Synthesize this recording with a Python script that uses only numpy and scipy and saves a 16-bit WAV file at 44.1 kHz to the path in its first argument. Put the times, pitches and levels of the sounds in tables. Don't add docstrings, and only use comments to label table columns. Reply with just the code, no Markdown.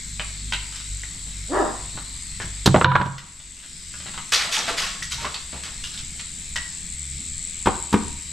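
import sys
import numpy as np
from scipy import signal
from scipy.fft import rfft, irfft, next_fast_len
from scipy.io import wavfile
from scipy.ndimage import uniform_filter1d

SR = 44100
rng = np.random.default_rng(int(sys.argv[2]) if len(sys.argv) > 2 else 0)


def unload_wav(signal):
    wavfile.write(
        sys.argv[1],
        SR,
        np.round(np.clip(np.atleast_2d(signal).T, -1, 1) * 32767).astype(np.int16),
    )


N = 366912
TIME = np.arange(N) / SR
T = np.arange(32768) / SR


def amp(db):
    return 10 ** (np.asarray(db) / 20)


def unit_rms(x):
    return x / np.sqrt(np.mean(x ** 2) + 1e-20)


def read(points, hz):
    f, value = np.transpose(points)
    return np.interp(np.log(hz + 1), np.log(f + 1), value)


def blend(a, b, share):
    return [x + (y - x) * np.clip(share, 0, 1) for x, y in zip(a, b)]


def add(mix, s, sound):
    part = mix[max(round(s * SR), 0):][:len(sound)]
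    part += sound[:len(part)]


def colour(x, spectrum, bass_db=0, treble_db=0):
    size = 2 * next_fast_len(len(x) // 2 + 2048)
    hz = abs(np.fft.fftfreq(size, 1 / SR))
    tilt = [(400, bass_db), (1300, 0), (2000, 0), (6000, treble_db)]
    log_gain = np.log(amp(read(spectrum, hz) + read(tilt, hz)))
    response = np.exp(np.conj(signal.hilbert(log_gain)))[:size // 2 + 1]
    return irfft(rfft(x, size) * response, size)[:len(x)]


def hollowed(spectrum, centre_hz, peak_db, octaves):
    hz = np.geomspace(30, 16000, num=240)
    peak = peak_db / (1 + (np.log2(hz / centre_hz) / octaves) ** 2)
    return np.column_stack([hz, read(spectrum, hz) + peak])


def burst(spectrum, decay, bass_db, treble_db, rise=0.00042, grain_db=3.0):
    shape = np.minimum(T / rise, 1) * np.exp(-np.maximum(T - rise, 0) / decay)
    hits = rng.standard_normal(len(T)) * amp(grain_db * np.minimum(rng.exponential(1, len(T)), 6))
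    heard = T < rise + 10 * decay + 0.05
    sound = unit_rms(colour((hits * shape)[heard], spectrum, bass_db, treble_db))
    sound *= np.sqrt(np.mean(shape[heard] ** 2))
    return np.pad(sound, (0, len(T) - len(sound)))


def ring(notes):
    tones = sum(amp(db - 60 * T / t60) * np.sin(2 * np.pi * hz * T) for hz, db, t60 in notes)
    return tones * (1 - np.exp(-T / 0.0013))


# delay/s, level/dB
ECHOES = [(0.0102, -4), (.0186, -7.5), (.025, -10.5)]
# f/Hz, ring time/s
PATIO_RING = [(150, 0.54), (400, 0.4), (900, 0.57), (2000, 0.52), (5000, 0.42), (12000, 0.13)]


def patio(x, echo_db, tail_db, lean_db):
    count = len(T) // 16
    taps = np.zeros((2, len(T)))
    places = np.arange(count) * 16 + rng.integers(0, 16, (2, count))
    np.put_along_axis(taps, places, rng.choice([-1., 1.], (2, count)), 1)
    taps = (taps + 0.27 * taps[::-1]) * np.minimum(T / 0.002, 1)
    hz, t, bands = signal.stft(taps, SR, nperseg=256)
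    tail = signal.istft(bands * amp(-60 * t / read(PATIO_RING, hz)[:, None]), SR, nperseg=256)[1]
    response = amp(tail_db) * tail / np.linalg.norm(tail[0])
    response[:, 0] += 1
    for s, db in ECHOES:
        response[:, round(s * SR)] += amp(db + echo_db)
    return signal.oaconvolve(x[None], response, axes=1)[:, :N] * amp([[lean_db / 2], [-lean_db / 2]])


# f/Hz, level/dB
GARDEN_TONE = [(15, 9.5), (35, -3), (60, 5), (100, -8), (170, -2), (300, -15), (600, -28.5), (1000, -24.5),
               (1500, -21), (2100, -12), (2900, -16), (4000, -10), (6000, -15.5), (7000, -11), (7800, -2.5),
               (9300, -20), (11000, -32), (12200, -29.5), (14500, -51)]
# f/Hz, likeness/0-1
LIKENESS = [(60, 1.0), (150, 0.95), (380, 0.5), (950, 0.54), (2380, 0.63), (5980, 0.83), (15000, 0.34)]
# f/Hz, level/dB
LEFT_LEAN = [(60, 0.5), (150, -2), (380, -3), (950, 0.5), (2380, 2.0), (5980, 2.5), (15000, 3.5)]


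def garden(level_db=-36, rumble_swing_db=2.5, hiss_swing_db=1.84):
    frames, hz = N // 512 + 5, np.fft.rfftfreq(2048, 1 / SR)
    a, b, c, d, patches = rng.standard_normal((frames, len(hz), 5)).T
    patches = unit_rms(uniform_filter1d(uniform_filter1d(patches, size=16, axis=0), size=10, axis=1))
    alike, left = read(LIKENESS, hz)[:, None], a + 1j * b
    right = alike * left + np.sqrt(1 - alike ** 2) * (c + 1j * d)
    swing_db = read([(100, rumble_swing_db), (500, hiss_swing_db)], hz)[:, None] * patches
    bands = np.array([left, right]) * amp(read(GARDEN_TONE, hz)[:, None] + swing_db)
    bands *= amp(np.outer([0.5, -0.5], read(LEFT_LEAN, hz)))[:, :, None]
    noise = signal.istft(bands, nperseg=2048, noverlap=1536)[1][:, :N]
    return amp(level_db) * unit_rms(noise)


# t/s, level/dB
CICADA_LEVEL = [(0, -42.5), (1.3, -39.5), (3.8, -41), (5.4, -44), (6.3, -38.5), (7.3, -34), (8.32, -38.5)]
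# f/Hz, level/dB
TYMBAL_TONE = [(5000, -60.5), (6600, -29), (7250, -9), (7720, -4.5), (8050, -9), (8450, -12), (9200, -31),
               (11000, -55)]


def cicada(buzz_hz=85.5, click_gap_s=0.0013, scatter_db=3.3):
    cycles = np.arange(0, N / SR, 1 / buzz_hz)
    chance, clicks = rng.standard_normal((len(cycles), 4)), np.zeros(N)
    for k in range(2):
        late = k * click_gap_s + 0.00015 * (chance[:, 0] + 0.46 * k * chance[:, 1])
        clicks[np.round((cycles + late) * SR).astype(int) % N] += amp(scatter_db * chance[:, 2 + k])
    song = patio(unit_rms(colour(clicks, TYMBAL_TONE)), echo_db=-15.5, tail_db=-5, lean_db=4.5)
    return amp(np.interp(TIME, *np.transpose(CICADA_LEVEL))) * unit_rms(song)


# start/s, end/s, f/Hz, drift/(Hz/s), level/dB, trend/(dB/s), throb/dB
ENGINES = [(0.1, 3.48, 49.96, -1.15, -36.5, -1.3, -1.5), (5.101, 8.32, 66.44, .7, -49, 1.2, 0.5)]


def engines(throb_hz=0.98, swell_db=3.5, fade_s=0.12):
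    out = np.zeros(N)
    waver, swell = (unit_rms(uniform_filter1d(uniform_filter1d(x, size=3500), size=3500))
                    for x in rng.standard_normal((2, N)))
    for start, end, hz, drift, db, trend, throb_db in ENGINES:
        age = TIME - start
        fade = np.exp(-abs(TIME - np.clip(TIME, start, end)) / fade_s)
        phase = 2 * np.pi * np.cumsum((hz + drift * age) * (1 + 0.01555 * waver)) / SR
        drone = unit_rms(np.sin(phase) + amp(-9) * np.sin(2 * phase) + amp(-20) * np.sin(3 * phase))
        throb = throb_db * np.cos(2 * np.pi * throb_hz * age)
        out += fade * amp(db + trend * age + throb + swell_db * swell) * drone
    return out


# t/s, level/dB, hollow note/Hz, treble/dB
CRACKS = [(.196, -19.5, 2680, -17), (0.523, -18, 2240, -7.5), (.535, -19.5, 2690, 2),
          (1.035, -36, 1840, -3), (1.971, -28.5, 1030, -25), (2.401, -24, 1590, -25),
          (2.418, -28, 1590, -2), (3.181, -22, 1760, 3), (3.399, -34, 3020, -2.5), (4.06, -36.5, 884, -19),
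          (4.176, -25.5, 1240, -10), (5.249, -24.5, 1700, -12), (5.342, -24, 4100, -3),
          (5.36, -34, 4150, -2), (5.635, -28.5, 1550, 8), (5.84, -25.5, 2990, 5), (6.194, -28, 2510, 2.5),
          (6.558, -19, 1880, 1)]
# start/s, end/s, top level/dB, treble/dB
TWISTS = [(0.722, 0.807, -32.5, 6.5), (3.5, 3.643, -38.5, -4.5), (3.933, 4.154, -32, -11),
          (5.837, 5.995, -30.5, 9)]
# f/Hz, level/dB
CRACK_TONE = [(100, -8), (400, -17.5), (900, -7), (1400, -2.5), (2000, -4), (3300, 1), (5500, -5),
              (9000, -14), (15000, -37.5)]


def ice_cracks(decay_s=0.0054, crackle_hz=2330, spread_octaves=1.8):
    out, snaps = np.zeros(N), list(CRACKS)
    for start, end, db, treble_db in TWISTS:
        for when, weak, pitch in rng.random((8, 3)):
            hz = crackle_hz * 2 ** (spread_octaves * (pitch - 0.5))
            snaps.append((start + when * (end - start), db - 7 * weak, hz, treble_db))
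    for s, db, hz, treble_db in snaps:
        bass_db = 1 - 0.58 * treble_db
        tone = hollowed(CRACK_TONE, hz, peak_db=7, octaves=0.37)
        add(out, s, amp(db) * burst(tone, decay_s, bass_db, treble_db, grain_db=6))
    return patio(out, echo_db=-2.5, tail_db=-4, lean_db=0)


def bubble(hz, t60, glide=0.15):
    t = T[T < t60]
    return amp(-60 * t / t60) * np.sin(2 * np.pi * hz * t * (1 + glide * t)) * (1 - np.exp(-t / 0.0001))


# t/s, f/Hz, level/dB, ring time/s
PLINKS = [(1.035, 1940, -25, 0.024), (4.574, 880, -23.5, 0.076), (4.68, 668, -26, 0.15),
          (4.83, 1090, -28.5, 0.21), (5.024, 1925, -21.5, 0.047), (5.182, 918, -36, 0.36),
          (5.246, 1040, -20, 0.045), (5.265, 1140, -24.5, 0.058), (5.579, 946, -41, 0.098),
          (5.343, 4360, -27, .04), (5.362, 4460, -24, 0.031), (6.559, 1920, -22, 0.14)]


def plinks():
    out = np.zeros(N)
    for s, hz, db, t60 in PLINKS:
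        add(out, s, amp(db) * bubble(hz, t60))
    return patio(out, echo_db=-7, tail_db=-8, lean_db=0.2)


# t/s, level/dB
STEPS = [(1.129, -41.5), (1.249, -37.5), (1.93, -33.5), (2.427, -32)]
# f/Hz, level/dB
STEP_TONE = [(40, -1), (90, 3), (140, -3), (220, -9), (500, -26), (2000, -47)]


def footsteps():
    out = np.zeros(N)
    for s, db in STEPS:
        add(out, s, amp(db) * burst(STEP_TONE, decay=0.04, bass_db=-13, treble_db=-13, rise=0.024))
    return out


# f/Hz, level/dB
THROAT_TONE = [(100, -32.5), (220, -11), (390, -3.5), (560, -1.5), (790, -2.7), (1050, 0.4), (1500, -8),
               (1800, -4), (2300, -31), (2900, -22.5), (4500, -57)]
# f/Hz, width/Hz, level/dB
WOOF_RING = [(790, 6, 4), (1030, 7, 0), (1190, 8, 0)]


def dog(start_s=1.476, length_s=0.19, rise_s=0.062, hold_s=0.061, level_db=-23.5):
    t = np.clip(TIME - start_s, 0, length_s)
    fall_db = 158 * np.maximum(t - rise_s - hold_s, 0)
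    effort = np.minimum(t / rise_s, 1) ** 1.6 * amp(level_db - fall_db) * (t < length_s)
    arch = abs(np.sin(np.pi * (t / length_s) ** 0.9)) ** 2.2
    hz, rough = blend((195, 0.15), (420, 0.6), arch)
    jitter = unit_rms(uniform_filter1d(rng.standard_normal(N), 120))
    cycles = np.cumsum(hz * (1 + 0.05 * jitter)) / SR
    buzz = sum(np.cos(2 * np.pi * k * cycles) / k ** 0.96 for k in range(1, 10))
    puffs = (0.24 + np.exp(-(cycles % 1) / 0.087)) * rng.standard_normal(N)
    wide = (1 - rough) * unit_rms(colour(buzz, THROAT_TONE)) + rough * unit_rms(colour(puffs, THROAT_TONE))
    shut = signal.sosfilt(signal.butter(2, 450, fs=SR, output="sos"), wide)
    mouth = np.minimum(t / 0.081, 1) ** 2
    voice = shut + mouth * (wide - shut)
    voice *= effort / np.sqrt(abs(uniform_filter1d(voice ** 2, 900)) + 1e-9)
    held = sum(amp(db) * signal.lfilter(*signal.iirpeak(note, note / width, fs=SR), voice)
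               for note, width, db in WOOF_RING)
    return patio(voice + held, echo_db=-7, tail_db=0, lean_db=0)


# t/s, level/dB, flatness (0 edge, 1 face), hollow note/Hz, treble/dB, top boom/dB, frame ring/dB
KNOCKS = [(2.659, -6, 0.82, 450, 25.5, -22.5, -45), (2.674, -9.5, 0.81, 354, 0, -11.5, -42),
          (2.7433, -3, 0.84, 635, -20, -25, -37.5), (2.76, -8.5, 1, 950, 2, -18, -32.5),
          (2.779, -17, 1, 770, -19, -37, -34.5), (2.812, -9.5, .65, 1270, -7, -48.5, -28),
          (2.845, 23.5, 0.0084, 1350, 1, 7.5, 4.5), (2.853, 10.5, 0.5, 970, -1, -3, 3.5),
          (2.917, 4.5, 0.13, 1210, -14, -22, -17), (2.953, 8, 0.38, 1090, -12, -11, -20),
          (2.9622, 5.5, .1, 1400, -6, -35, -30), (2.999, -12, 0.068, 1310, -11, -12, -17),
          (3.013, -4.5, .7, 1100, -0.5, -33, -38), (3.059, -17, 0.94, 1240, 15, -20.5, -32.5)]
# f/Hz, level/dB, ring time/s
BENCH_TOP = [(134.1, -0.5, 0.41), (182, -2, 0.28), (153.7, -1.5, 0.21), (99, -1, 0.21), (327, -5, 0.15)]
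# f/Hz, level/dB, ring time/s
BENCH_FRAME = [(522, -8, 0.18), (560, -17.5, 0.16), (959, 0, 0.3), (987, -0.5, 0.27), (1220, -23.5, 0.18),
               (1440, -15.5, 0.06), (1450, -29.5, 0.23), (1550, -17, 0.27), (1970, -34, 0.2)]
# f/Hz, level/dB
CLACK_TONE = [(40, -5), (150, 10.5), (450, 3), (1000, 3), (1700, -3), (2600, -10.5), (3900, -11),
              (5200, -26), (9000, -39), (12500, -42.5), (15000, -77)]


def tray_on_bench():
    out, top, frame = np.zeros(N), ring(BENCH_TOP), ring(BENCH_FRAME)
    on_edge, on_face = (0.0021, -23.5), (0.0105, 6)  # decay/s, bass/dB
    for s, db, flatness, hz, treble_db, boom_db, ring_db in KNOCKS:
        decay, bass_db = blend(on_edge, on_face, flatness)
        tone = hollowed(CLACK_TONE, hz, peak_db=7, octaves=0.33)
        clack = burst(tone, decay, bass_db, treble_db, grain_db=4.5)
        note = ring([(hz, -14.5, 0.025)])
        add(out, s, amp(db) * (clack + note) + amp(boom_db) * top + amp(ring_db) * frame)
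    return patio(out, echo_db=-22, tail_db=-16, lean_db=-1.5)


def bubble_cloud(rise, decay, bass_db, count=110, ring_cycles=38):
    cloud = np.zeros(len(T))
    for when, pitch, weak in rng.random((count, 3)):
        late, hz = 2.9 * decay * when, 420 * 15 ** pitch
        db = bass_db * (1 - pitch) - 14 * weak - 22 * when
        add(cloud, rise + late, amp(db) * bubble(hz, ring_cycles / hz, glide=3.4))
    return unit_rms(cloud) * np.sqrt(decay / 2 / T[-1])


# t/s, level/dB, rise/s, decay/s, depth (0 skims, 1 plunges)
SPLASHES = [(4.32, -16, 0.0018, .014, .3), (4.331, -16, 0.0051, 0.031, 0.27),
            (4.386, -24.5, 0.0088, .07, 0.45), (4.512, -21.5, 0.018, 0.062, 0.076),
            (4.57, -31.5, .011, 0.078, 0.81), (4.662, -24.5, 0.025, 0.038, 0.71),
            (4.765, -24, 0.016, 0.061, 0.28), (4.815, -30, 0.0095, 0.082, 0.44),
            (5.021, -30.5, 0.0069, 0.022, 0.013), (5.106, -26.5, 0.015, 0.026, 0.1),
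            (5.171, -33.5, 0.041, 0.058, 0.55), (5.241, -32, 0.012, 0.018, 0.88),
            (5.521, -38.5, 0.0093, 0.045, 0.9), (5.63, -39, 0.02, 0.057, 0.57),
            (5.846, -41, 0.018, 0.058, 0)]
# f/Hz, level/dB
SPRAY_TONE = [(100, -13), (250, 4), (450, -6), (850, -7.5), (1500, -7.5), (3500, -4), (6500, -7),
              (9000, -14), (13000, -27.5), (15000, -44)]


def splashes():
    out = np.zeros(N)
    skim, plunge = (-45.5, 1.6), (3.2, -11)  # bass/dB, treble/dB
    for s, db, rise, decay, depth in SPLASHES:
        bass_db, treble_db = blend(skim, plunge, depth)
        spray = burst(SPRAY_TONE, decay, bass_db, treble_db, rise, grain_db=4)
        add(out, s, amp(db) * (spray + amp(-3) * bubble_cloud(rise, decay, bass_db)))
    return patio(out, echo_db=-7, tail_db=-8, lean_db=0.2)


# t/s, level/dB, decay/s, hollow note/Hz, bass/dB, treble/dB, wall boom/dB
THUMPS = [(7.658, -15, 0.013, 1440, 11, 4.5, -47), (7.67, -10, .013, 757, 10, -8, -19.5),
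          (7.927, -19, 0.012, 920, 2, 14, -21.5), (7.941, -12, 0.007, 324, 5, -11, -11)]
# f/Hz, level/dB
THUMP_TONE = [(30, -16), (180, -13.5), (400, -12), (680, -19.5), (1020, -1.5), (1500, -12.5), (2000, -15.5),
              (3300, -19), (6000, -32.5), (10000, -37), (15000, -55)]
# f/Hz, level/dB, ring time/s
TUB_WALL = [(112, -5.5, 0.056), (214, 6, 0.065), (264, -1, 0.082), (298, -13.5, 0.3), (378.4, -7, 0.12),
            (944, -18, 0.39), (1160, -38, 0.17), (1510, -20, 0.18)]


def tray_on_tub():
    out, wall = np.zeros(N), ring(TUB_WALL)
    for s, db, decay, hz, bass_db, treble_db, boom_db in THUMPS:
        slap = burst(hollowed(THUMP_TONE, hz, peak_db=10, octaves=0.17), decay, bass_db, treble_db)
        add(out, s, amp(db) * slap + amp(boom_db) * wall)
    return patio(out, echo_db=-10.5, tail_db=-10, lean_db=0.6)


def scene():
    return (garden() + cicada() + engines() + ice_cracks() + plinks() + footsteps() + dog()
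            + tray_on_bench() + splashes() + tray_on_tub())


def record(dry, limit_db=-8, fast_db_per_s=115, slow_db_per_s=11, top_hz=15700):
    sensed = signal.sosfilt(signal.butter(2, 800, "highpass", fs=SR, output="sos"), dry)
    power_db = 10 * np.log10(abs(uniform_filter1d((sensed ** 2).mean(0), size=130)) + 1e-12)
    over_db = np.maximum(power_db - limit_db, 0)
    fast = np.maximum.accumulate(over_db + fast_db_per_s * TIME) - fast_db_per_s * TIME
    slow = np.maximum.accumulate(0.5 * over_db + slow_db_per_s * TIME) - slow_db_per_s * TIME
    cut_db = uniform_filter1d(np.maximum(fast, slow), size=60)
    ducked = np.clip(dry / amp(cut_db), -1, 1)
    lowpass = signal.firwin(511, top_hz, window=("kaiser", 9), fs=SR)
    return signal.oaconvolve(ducked, lowpass[None], "same")


dry = scene()
out = record(dry)
unload_wav(out)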